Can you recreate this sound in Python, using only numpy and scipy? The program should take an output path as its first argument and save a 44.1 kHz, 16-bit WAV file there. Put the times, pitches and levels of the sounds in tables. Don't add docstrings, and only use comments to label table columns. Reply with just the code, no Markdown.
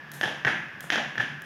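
import sys
import numpy as np
from scipy import signal
from scipy.fft import rfft, irfft
from scipy.io import wavfile

SR = 44100
rng = np.random.default_rng(int(sys.argv[2]) if len(sys.argv) > 2 else 0)


def unload_audio(sound):
    columns = np.transpose(np.atleast_2d(sound))
    steps = np.round(np.clip(columns, -1, 1) * 32767)
    wavfile.write(sys.argv[1], SR, steps.astype(np.int16))


N = 63945
HZ = np.fft.rfftfreq(8192, 1 / SR)
LEAD_S = .003


def amp(db):
    return 10 ** (np.asarray(db) / 20)


def unit_rms(x):
    return x / np.sqrt(np.mean(x ** 2) + 1e-20)


def curve(points, hz, column=1):
    table = np.transpose(points)
    return np.interp(np.log(hz + 1), np.log(table[0]), table[column])


def add(mix, start_s, sound):
    part = mix[max(round(start_s * SR), 0):][:len(sound)]
    part += sound[:len(part)]


def resonance(hz, centre_hz, width_hz):
    return 1 / (1 + ((hz - centre_hz) / width_hz) ** 2)


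def click(gain, sharpness=1, spread_s=0):
    log_gain = np.log(np.maximum(gain, 1e-5))
    mirrored = np.concatenate([log_gain, log_gain[-2:0:-1]])
    minimum_phase = -signal.hilbert(mirrored).imag[:len(HZ)]
    delay_s = LEAD_S + spread_s * np.log2(1 + (HZ / CRACK_HZ) ** 2) / 2
    lag = 2 * np.pi * HZ[1] * (np.cumsum(delay_s) - delay_s[0])
    return irfft(gain * np.exp(1j * (sharpness * minimum_phase - lag)))[:len(HZ) // 2]


# frequency in Hz, relative level in dB.
AIR_SPECTRUM = [(25, -27), (45, -43), (80, -14), (115, -15), (145, -2), (185, -7.5), (300, -13), (550, -16),
                (1100, -12.5), (1450, -13.5), (1700, 1), (2000, -15), (3300, -20), (4200, -33), (5000, -29),
                (6500, -38), (8200, -49), (12000, -43.5), (16000, -53)]
def background():
    hz = np.fft.rfftfreq(N, 1 / SR)
    air = irfft(rfft(rng.standard_normal(N)) * amp(curve(AIR_SPECTRUM, hz)), N)
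    hum = irfft(rfft(rng.standard_normal(N)) * resonance(hz, centre_hz=145, width_hz=2.5), N)
    return amp(-44.5) * unit_rms(air) + amp(-54) * unit_rms(hum)


GAP_S = .0185
# frequency in Hz, level in dB, seconds to fall 60 dB.
PORCH_BANDS = [(59.72, -4.5, 3.2), (146, 16, 0.86), (232, 11, 0.55), (430, 8, 0.44), (862, 14, 0.46),
               (1176, 5.5, 0.77), (1836, 2, 0.71), (2540, 12, 0.87), (3150, 7, 0.57), (6000, 5.5, 0.57),
               (9160, 15, 0.53), (15600, -1.5, .42)]
def porch_tail():
    t = np.arange(N) / SR
    hz, age_s, noise = signal.stft(rng.standard_normal(N), SR, nperseg=512)
    t60 = np.maximum(curve(PORCH_BANDS, hz, column=2), .05)[:, None]
    decay_rate = np.log(1000) / t60
    gain = amp(curve(PORCH_BANDS, hz))[:, None] * np.sqrt(2 * decay_rate / SR)
    tail = signal.istft(noise * gain * np.exp(-decay_rate * age_s), SR, nperseg=512)[1][:N]
    opening_db = np.where(t < GAP_S, -9, 2 * np.exp(-(t - GAP_S) / .014))
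    return tail * amp(opening_db)


PORCH_TONES_HZ = [232, 342, 607, 742, 846, 1605, 1729, 2343, 2560]
# level in dB, seconds to fall 60 dB.
PORCH_TONE_DECAYS = [(-49, 0.65), (-48.5, .6), (-48, 0.35), (-47, 0.47), (-51, .5), (-53, 0.66),
                     (-51, 0.53), (-49.5, 0.66), (-54, 0.28)]
def porch_ring():
    t = np.arange(N) / SR
    ring = np.zeros(N)
    for hz, (db, t60) in zip(PORCH_TONES_HZ, PORCH_TONE_DECAYS):
        add(ring, GAP_S, amp(db) * np.exp(-np.log(1000) * t / t60) * np.sin(2 * np.pi * hz * t))
    return ring


# delay in seconds, relative level in dB.
REFLECTIONS = [(0.02, -6), (0.0183, -8), (0.0246, -9), (0.0247, -3.5), (.0270, -5.5), (0.033, -12),
               (.0470, -15), (0.0665, -15.5)]
def echoes():
    dulled = .5 / np.hypot(1, HZ / 4500)
    ribs = amp(-1.5) * resonance(HZ, centre_hz=1690, width_hz=170)
    echo = click(dulled + ribs)
    returns = np.zeros(N)
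    for delay_s, db in REFLECTIONS:
        add(returns, delay_s - LEAD_S, amp(db) * echo)
    return returns


def porch(sound, tail_db, echo_db):
    response = amp(tail_db) * (porch_tail() + porch_ring()) + amp(echo_db) * echoes()
    heard = signal.fftconvolve(sound, response)[:N]
    add(heard, 0, sound)
    return heard


# frequency in Hz, relative level in dB.
CORD_SPECTRUM = [(30, -56), (200, 0), (900, -8.5), (1700, 9.5), (2500, -6), (3400, 5), (4500, -11.5),
                 (6000, 0.5), (7600, -6), (8600, -11.5), (10500, -5.5), (13000, -1.5), (16000, -7)]
# start in seconds, then level, tail and echo in dB.
ROPE_TOUCHES = [(0.1171, -11.5, -0.5, -2), (0.1191, -19.5, -14, -7), (0.149, -26, 4, -8),
                (0.8069, -10.5, -8, -10), (0.8088, -17.5, -3, -11), (0.839, -35, -2, -8),
                (1.4204, -17, -10, -10)]
def rope(db, skid_s=.0027):
    t = np.arange(0, .008, 1 / SR)
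    skid = rng.standard_normal(len(t)) * np.exp(-t / skid_s)
    skid *= amp(-7.5) / np.linalg.norm(skid)
    skid[0] += .7
    return amp(db) * signal.fftconvolve(skid, click(amp(curve(CORD_SPECTRUM, HZ))))


# start in seconds, level in dB, pitch in Hz.
WEIGHT_THUDS = [(.256, -32, 148), (.455, -25.5, 135), (.842, -39.5, 166), (.978, -33.5, 224),
                (1.187, -30.5, 134)]
def thud(db, hz, rise_s=.0051):
    t = np.arange(0, .1, 1 / SR)
    push = t / rise_s * np.exp(1 - t / rise_s) * np.sin(2 * np.pi * hz * t)
    low_cut = signal.butter(3, 99, "high", fs=SR, output="sos")
    return amp(db) * signal.sosfilt(low_cut, push)


KNOCK_HZ, CRACK_HZ, SOLE_TOP_HZ, GRIT_HZ = 579, 2638, 7300, 8930
# frequency in Hz, relative level in dB.
SOLE_SPECTRUM = [(30, -75), (70, -27), (130, -21.5), (250, -16.5), (500, -21.5), (800, -20), (1150, -23.5),
                 (2450, -23.5), (3200, -14.5), (4300, -31), (5900, -27.5), (6900, -34.5), (8200, -48.5)]
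# start in seconds, level in dB, trims for dull knock,
# bright crack and grit in dB, slap pitch and width in Hz, tail and echo in dB.
SOLE_CONTACTS = [(.2123, 20, 6, 2.5, -3.5, 1740, 259, -0.5, 3),
                 (.2572, 10.5, 11.5, 7, -14, 1590, 406, -0.5, -0.5),
                 (.4490, 21, 1.5, -0.5, -17, 1770, 446, 1, 1),
                 (0.4516, 18.5, 5.5, -4.5, -21, 1750, 370, -2.5, 1),
                 (0.4548, 22, -16.5, -13, -10.5, 1660, 288, 0, -1),
                 (0.8419, 2, 16.5, -11, -1, 1500, 397, -18, -10),
                 (0.9027, 23, -3, 3.5, -7, 1764, 364, 1, -18),
                 (0.958, 12.5, 20, 12.5, -12, 1530, 484, -5.5, -1),
                 (1.1558, 9, 8, -6, -4, 1650, 340, -7, -8),
                 (1.1783, 12, -21, -5.5, -9, 1690, 350, 2.5, 5.5),
                 (1.1805, 19, -4, -2, -14, 1688, 250, 1.5, 3),
                 (1.1850, 10.5, -7, -19, -8, 1650, 297, 0, -7)]
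def shoe(db, knock_db, crack_db, grit_db, slap_hz, width_hz, grit_s=.011):
    knock = np.exp(-np.log2((HZ + 1) / KNOCK_HZ) ** 2)
    crack, top, grit_band = (1 / (1 + (hz / (HZ + 1)) ** 10) for hz in (CRACK_HZ, SOLE_TOP_HZ, GRIT_HZ))
    blow = amp(curve(SOLE_SPECTRUM, HZ) + knock_db * knock + crack_db * crack)
    blow *= 1 - top
    slap = amp(-2.5) * resonance(HZ, slap_hz, width_hz) ** 2
    hit = click(blow + slap, sharpness=.68, spread_s=.000583)
    dust = rng.standard_normal(len(hit)) * np.exp(-np.arange(len(hit)) / SR / grit_s)
    grain = click(grit_band / np.hypot(1, (HZ / 12500) ** 3))
    grit = signal.fftconvolve(dust / np.linalg.norm(dust), grain)[:len(hit)]
    return amp(db) * (hit + amp(grit_db - 38) * grit)


def scene():
    mix = background()
    for start_s, *contact, tail_db, echo_db in SOLE_CONTACTS:
        add(mix, start_s - LEAD_S, porch(shoe(*contact), tail_db, echo_db))
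    for start_s, db, hz in WEIGHT_THUDS:
        add(mix, start_s, porch(thud(db, hz), tail_db=-15, echo_db=-15))
    for start_s, db, tail_db, echo_db in ROPE_TOUCHES:
        add(mix, start_s - LEAD_S, porch(rope(db), tail_db, echo_db))
    return mix[None]


def record(dry):
    band_limit = signal.firwin(511, 16000, window=("kaiser", 9), fs=SR)
    return signal.oaconvolve(dry, band_limit[None], "same")


dry = scene()
out = record(dry)
unload_audio(out)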